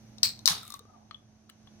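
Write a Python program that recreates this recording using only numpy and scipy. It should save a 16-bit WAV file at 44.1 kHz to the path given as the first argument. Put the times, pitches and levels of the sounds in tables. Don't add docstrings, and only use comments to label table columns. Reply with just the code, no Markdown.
import sys
import numpy as np
from scipy import signal
from scipy.fft import rfft, irfft
from scipy.io import wavfile

SR = 44100
rng = np.random.default_rng(int(sys.argv[2]) if len(sys.argv) > 2 else 0)


def put_to_file(sound):
    columns = np.atleast_2d(sound).T
    safe = np.clip(columns, -1, 1)
    whole_steps = np.round(safe * 32767)
    wavfile.write(sys.argv[1], SR, whole_steps.astype(np.int16))


def natural_amplitude(level_db):
    exponent = np.asarray(level_db, float) / 20
    return 10 ** exponent


N = 79380
TIME_S = np.arange(N) / SR
SPECTRUM_HZ = np.maximum(np.arange(N // 2 + 1) * SR / N, 1)
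TREBLE_BAND_HZ = (7000, 15500)


def rms_one(x):
    return x / np.sqrt(np.mean(x ** 2) + 1e-20)


def in_time(rows):
    times, *columns = np.transpose(rows)
    return [np.interp(TIME_S, times, column) for column in columns]


def at_hz(points, hz):
    table_hz, values = np.array(points).T
    return np.interp(np.log(hz), np.log(table_hz), values)


def drift(rate_hz):
    step = 20
    r = np.exp(-2 * np.pi * step * rate_hz / SR)
    noise = rng.standard_normal(N // step + 2002)
    slow = signal.lfilter([1], [1, -2 * r, r * r], noise)[2000:]
    return np.interp(np.arange(N) / step, np.arange(len(slow)), rms_one(slow))


def ring(clicks, hz, t60):
    r = natural_amplitude(-60 / (max(t60, .001) * SR))
    w = 2 * np.pi * hz / SR
    return signal.lfilter([0, np.sin(w)], [1, -2 * r * np.cos(w), r * r], clicks + 1e-18)


def band(x, edges_hz):
    return signal.sosfilt(signal.butter(2, edges_hz, "band", fs=SR, output="sos"), x)


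def steep_band(x, edges_hz):
    return band(band(x, edges_hz), edges_hz)


def coloured(spectrum, alike):
    lowest, highest = spectrum[0][0], spectrum[-1][0]
    inside = (SPECTRUM_HZ > lowest) * (SPECTRUM_HZ < highest)
    gain = natural_amplitude(at_hz(spectrum, SPECTRUM_HZ)) * inside
    mid, side = rfft(rng.standard_normal((2, N))) * gain
    alike = np.clip(alike, -1, 1)
    both = np.sqrt(1 + alike) * mid + np.sqrt(1 - alike) * side * [[1], [-1]]
    return rms_one(irfft(both, N))


# (t/s, low level/dB, hiss level/dB)
BACKGROUND = [(0, -54.5, -65.5), (.2, -52.5, -65.5), (.55, -53, -66), (.8, -57.5, -69), (1.2, -58.5, -72),
              (1.5, -59, -71), (1.8, -54, -65.5)]
# (f/Hz, level/dB per Hz, relative)
RUMBLE = [(15, -65), (25, -18.5), (70, -12), (109, -1), (146, -12.5), (216, -11.5), (244, -12.5),
          (375, -18), (430, -23), (718, -19), (1120, -30), (1500, -32), (1950, -70), (3300, -120)]
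# (f/Hz, level/dB per Hz, relative)
HISS = [(880, -30), (1500, -7), (1960, -9), (3330, -11), (5310, -8.5), (6130, -0.5), (7080, -20.5),
        (10500, -22.5), (12300, -24), (13500, -51), (22000, -120)]
# (f/Hz, likeness from -1 to 1)
LIKENESS = [(60, 1), (180, 0.93), (550, 0.45), (1650, 0.33), (4970, -0.44), (15000, 0.73)]
# (f/Hz, left-over-right level/dB)
LEANING = [(60, 2), (180, -6), (550, -2.5), (1650, 1.5), (4970, 0), (15000, -3.5)]
# (f/Hz, level/dB relative to the low background, wavering rate/Hz)
HUMS = [(115.1, -14, 30), (215.9, -2.5, 2)]


def background():
    low_db, hiss_db = in_time(BACKGROUND)
    alike = at_hz(LIKENESS, SPECTRUM_HZ)
    hum = np.zeros(N)
    for hz, db, rate_hz in HUMS:
        height = natural_amplitude(db) * (1 + 0.22 * drift(rate_hz))
        hum += height * np.sin(2 * np.pi * hz * TIME_S + 0.5 * drift(rate_hz))
    rumble = natural_amplitude(-3.5) * coloured(RUMBLE, alike)
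    both = natural_amplitude(low_db) * (rumble + hum) + natural_amplitude(hiss_db) * coloured(HISS, alike)
    lean_db = at_hz(LEANING, SPECTRUM_HZ) / 2
    return irfft(rfft(both) * natural_amplitude([lean_db, -lean_db]), N)


# (middle t/s, half length/s, level/dB, low f/Hz, high f/Hz)
RUB = (.98, 0.08, -66, 650, 900)


def rub():
    middle, half_length, db, low_hz, high_hz = RUB
    swell = np.exp(-0.5 * ((TIME_S - middle) / half_length) ** 2)
    noise = rms_one(band(rng.standard_normal((2, N)), (low_hz, high_hz)))
    return natural_amplitude(db + 3 * drift(40)) * swell * noise


# (t/s, f/Hz, level/dB)
SING = [(.875, 1260, -85), (.892, 1260, -62), (.912, 1250, -68), (.93, 1240, -59), (.945, 1200, -57),
        (.962, 1150, -59), (.978, 1120, -85)]


def singing():
    hz, db = in_time(SING)
    waver_hz = 40
    height = natural_amplitude(db) * (1 + 0.41 * drift(waver_hz))
    return height * np.sin(2 * np.pi * np.cumsum(hz) / SR + 0.71 * drift(waver_hz))


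# (middle t/s, level/dB, f/Hz, length/s)
THUMPS = [(.272, -43, 110, 0.028), (.515, -39, 169, 0.028), (0.52, -44.5, 95.7, 0.036),
          (0.81, -54, 457, 0.013), (0.853, -57, 430, .008), (0.557, -58.5, 422, 0.098)]


def thumps():
    out = np.zeros(N)
    for middle, db, hz, length in THUMPS:
        t = TIME_S - middle
        swell = np.exp(-0.5 * (t / (length / 3)) ** 2)
        out += natural_amplitude(db) * swell * np.sin(2 * np.pi * hz * t)
    return out


# (t/s, hiss level/dB, whistle f/Hz, whistle level/dB)
LEAK = [(.17, -82, 4490, -90), (.19, -77, 4315, -77.5), (.3, -71, 4250, -51), (.45, -78.5, 4210, -73),
        (.55, -63, 3797, -49), (.63, -62, 3750, -53), (.76, -60, 3613, -62.5), (.83, -100, 3680, -90),
        (1.8, -105, 3680, -95)]
# (f/Hz, level/dB per Hz, relative)
LEAK_COLOUR = [(1180, -42), (2000, -5.5), (3840, -13.5), (7390, -14), (14000, -11), (16500, -25.5)]


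def leak():
    hiss_db, whistle_hz, whistle_db = in_time(LEAK)
    hiss = natural_amplitude(hiss_db + 2 * drift(60)) * coloured(LEAK_COLOUR, 0.95)
    phase = 2 * np.pi * np.cumsum(whistle_hz) / SR
    blur_hz = 170
    whistle = [drift(blur_hz) * np.sin(phase) + drift(blur_hz) * np.cos(phase) for side in "LR"]
    return hiss + natural_amplitude(whistle_db) * np.array(whistle)


# (t/s, level/dB, top tone level/dB)
TWANGS = [(1.11, -45, -40), (1.1446, -36, -65), (1.675, -51.5, -73)]
# (f/Hz, level/dB relative to the twang, 60 dB decay time/s)
TAB = [(3100, -18, 0.08), (3376, 1.5, 0.031)]


def twangs():
    clicks, top_clicks = np.zeros((2, N))
    for s, db, top_db in TWANGS:
        clicks[int(s * SR)] = natural_amplitude(db)
        top_clicks[int(s * SR)] = natural_amplitude(top_db)
    main = sum(natural_amplitude(db) * ring(clicks, hz, t60) for hz, db, t60 in TAB)
    return band(main, (2900, 3600)) + ring(top_clicks, 4170, 0.02)


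# (f/Hz, level/dB relative to the strike, 60 dB decay time/s)
LID = [(3750, -22.5, 0.05), (4250, -26.5, 0.04), (5480, -23.5, 0.021), (6580, -20.5, 0.0064),
       (8230, -21, 0.0062)]


def lid_ring(click):
    luck_db = 2.5 * rng.standard_normal(len(LID))
    return sum(natural_amplitude(db + extra) * ring(click, hz, t60) for (hz, db, t60), extra in zip(LID, luck_db))


def contacts(rows, band_hz, t60, lid_db, gap_t60):
    burst_trim_db, treble_trim_db, gap_trim_db = -8.5, 8.5, 8
    out, span = np.zeros(N), SR // 10
    click = np.zeros(span)
    click[0] = 1
    fade = natural_amplitude(-60 * np.arange(span) / SR / t60)
    for s, db, gap_hz, gap_db, treble_db in rows:
        noise = rng.standard_normal(span)
        burst = natural_amplitude(burst_trim_db) * rms_one(steep_band(noise, band_hz)) * fade
        lid = natural_amplitude(lid_db) * band(lid_ring(click), band_hz)
        treble = natural_amplitude(treble_db + treble_trim_db) * rms_one(band(noise, TREBLE_BAND_HZ)) * fade
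        gap = natural_amplitude(gap_db + gap_trim_db) * ring(click, gap_hz, gap_t60)
        start = int(s * SR)
        out[start:start + span] += natural_amplitude(db) * (burst + lid) + treble + gap
    return out


# (t/s, level/dB, air-gap f/Hz, air-gap level/dB, treble level/dB)
TAPS = [(1.1103, -33, 1222, -43, -92), (1.1454, -49, 1200, -61, -88), (1.4935, -44, 1316, -57, -72),
        (1.498, -38, 1122, -68, -58), (1.6724, -46, 1105, -60, -82)]


def taps():
    return contacts(TAPS, band_hz=(1500, 5000), t60=0.0185, lid_db=-15, gap_t60=0.024)


# (t/s, level/dB, air-gap f/Hz, air-gap level/dB, treble level/dB)
TICKS = [(0.183, -32.5, 1240, -72, -75), (0.391, -32, 1035, -67, -62), (0.6308, -34.5, 1314, -51, -52),
         (0.6518, -40, 1214, -57.5, -55.5), (0.6646, -50, 1360, -63, -57.5),
         (0.6784, -35, 1230, -59, -46.5), (0.7036, -29, 1175, -50.5, -44), (0.722, -27, 1177, -53, -47),
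         (0.7401, -22.5, 1136, -42.5, -46.5), (0.7925, -35, 1206, -58, -55.5), (0.853, -64, 1178, -61, -81)]


def ticks():
    return contacts(TICKS, band_hz=(3300, 7000), t60=0.01, lid_db=5.5, gap_t60=0.056)


# (t/s, level/dB, share of the decay time)
RUSHES = [(0.23, -19.5, 0.81), (.458, -20.5, 0.2), (0.474, -19, 0.96)]
# (f/Hz, level/dB per Hz, relative)
RUSH_COLOURS = [
    [(290, -45.5), (500, -27), (960, -21), (1570, -19.5), (2500, -10), (3210, -19), (4250, 5.5), (5600, -6),
     (6860, -16.5), (7940, -4), (9190, -18), (15700, -14.5), (16500, -46)],
    [(900, -26.5), (3200, -26.5), (3800, -5.5), (6000, -6.5), (9000, -10), (15500, -11.5)],
    [(300, -29), (600, -14), (1070, -1), (2210, -9), (3100, -5.5), (3900, 3.5), (6500, -5), (7300, -11),
     (9500, -5.5), (15800, -16), (16500, -55)],
]
# (f/Hz, 60 dB decay time/s)
RUSH_T60 = [(500, 0.34), (1000, 0.3), (2000, 0.29), (4200, 0.28), (6000, 0.27), (9000, 0.23), (15000, 0.22)]


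def rushes():
    rise_s, patchy_db, pan_db = 0.0023, 2.5, 0.5
    out = np.zeros((2, N))
    edges_hz = 300 * 2 ** np.arange(0, 6.1, 0.3)
    for (s, db, share), colour in zip(RUSHES, RUSH_COLOURS):
        noise = rfft(coloured(colour, 0.075))
        age = np.maximum(TIME_S - s, 0)
        rise = 1 - np.exp(-age / rise_s)
        gust = drift(110)
        for low, high in zip(edges_hz, edges_hz[1:]):
            t60 = share * at_hz(RUSH_T60, np.sqrt(low * high))
            patches_db = patchy_db * (0.54 * gust + drift(220))
            in_band = (SPECTRUM_HZ >= low) * (SPECTRUM_HZ < high)
            out += irfft(noise * in_band, N) * natural_amplitude(db - 60 * age / t60 + patches_db) * rise
    return out * natural_amplitude([[pan_db / 2], [-pan_db / 2]])


# (t/s, level/dB, f/Hz, air-gap level/dB, treble level/dB)
CRACKS = [(.2309, -24, 4500, -70, -44), (.2318, -8, 4200, -48, -20), (.2325, -3, 5500, -60, -28),
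          (.2337, -17, 4400, -70, -34), (.2385, -18, 5000, -70, -34), (.4576, -5, 4900, -56, -14),
          (.4586, -12, 5800, -70, -22), (.4640, -17, 4800, -70, -32), (.4648, -18, 5800, -70, -32),
          (.4765, -2, 5500, -26, -15), (.4769, -4, 4000, -30, -28)]


def cracks():
    t60, band_hz = 0.0014, (3300, 12000)
    out, span = np.zeros(N), SR // 8
    click = np.zeros(span)
    click[0] = 1
    fade = natural_amplitude(-60 * np.arange(span) / SR / t60)
    for s, db, hz, gap_db, treble_db in CRACKS:
        packet = ring(ring(click, hz, t60), hz, t60)
        packet = packet / np.abs(packet).max()
        slip = natural_amplitude(db) * steep_band(packet + lid_ring(click), band_hz)
        edge = natural_amplitude(treble_db) * band(rng.standard_normal(span) * fade, TREBLE_BAND_HZ)
        knock = natural_amplitude(db - 5.5) * band(click, (560, 2600))
        gap = natural_amplitude(gap_db) * ring(click, 1061, 0.079)
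        start = int(s * SR)
        out[start:start + span] += slip + edge + knock + gap
    return out


def placed(x, pan_db):
    lag_s = 0.00011
    late = np.interp(np.arange(N) - lag_s * SR, np.arange(N), x)
    return np.array([x * natural_amplitude(pan_db / 2), late * natural_amplitude(-pan_db / 2)])


def room(x):
    t60, wall_cut_hz = 0.37, 4700
    out = np.zeros((2, N))
    dull = np.exp(-2 * np.pi * wall_cut_hz / SR)
    lags = (rng.uniform(0.0065, 0.025, 16) * SR).astype(int)
    for k, lag in enumerate(lags):
        loop, state = x.copy(), [0.]
        gain = natural_amplitude(-60 * lag / SR / t60)
        for i in range(lag, N, lag):
            back, state = signal.lfilter([gain * (1 - dull)], [1, -dull], loop[i - lag:i], zi=state)
            loop[i:i + lag] += back[:N - i]
        out[k % 2] += (loop - x) * (-1) ** (k // 2)
    return out


def scene():
    thin = signal.butter(2, 907, "high", fs=SR, output="sos")
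    loud = signal.sosfilt(thin, cracks())
    small = signal.sosfilt(thin, ticks() + taps() + twangs() + singing())
    near = placed(loud, pan_db=15) + placed(small, pan_db=7.5)
    echoes = natural_amplitude(-15) * room(loud + natural_amplitude(-4.5) * small)
    return near + echoes + rushes() + leak() + thumps() + rub() + background()


def top_cut(x):
    return signal.sosfilt(signal.butter(12, 17000, fs=SR, output="sos"), x)


def record(dry):
    limit_db, share, release_db_per_s, smooth_s = -12.5, 0.16, 497, 0.0033
    soft_top = 1.1
    dry = signal.sosfilt(signal.butter(8, 16400, fs=SR, output="sos"), dry)
    peak_db = 20 * np.log10(np.abs(dry).max(axis=0) + 1e-9)
    over_db = np.maximum(peak_db - limit_db, 0)
    ramp = release_db_per_s * TIME_S
    held_db = np.maximum.accumulate(over_db + ramp) - ramp
    r = np.exp(-1 / (smooth_s * SR))
    smooth_db = signal.lfilter([1 - r], [1, -r], held_db)
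    ducked = dry * natural_amplitude(-share * smooth_db)
    mix = soft_top * np.tanh(ducked / soft_top)
    return top_cut(mix)


dry = scene()
out = record(dry)
put_to_file(out)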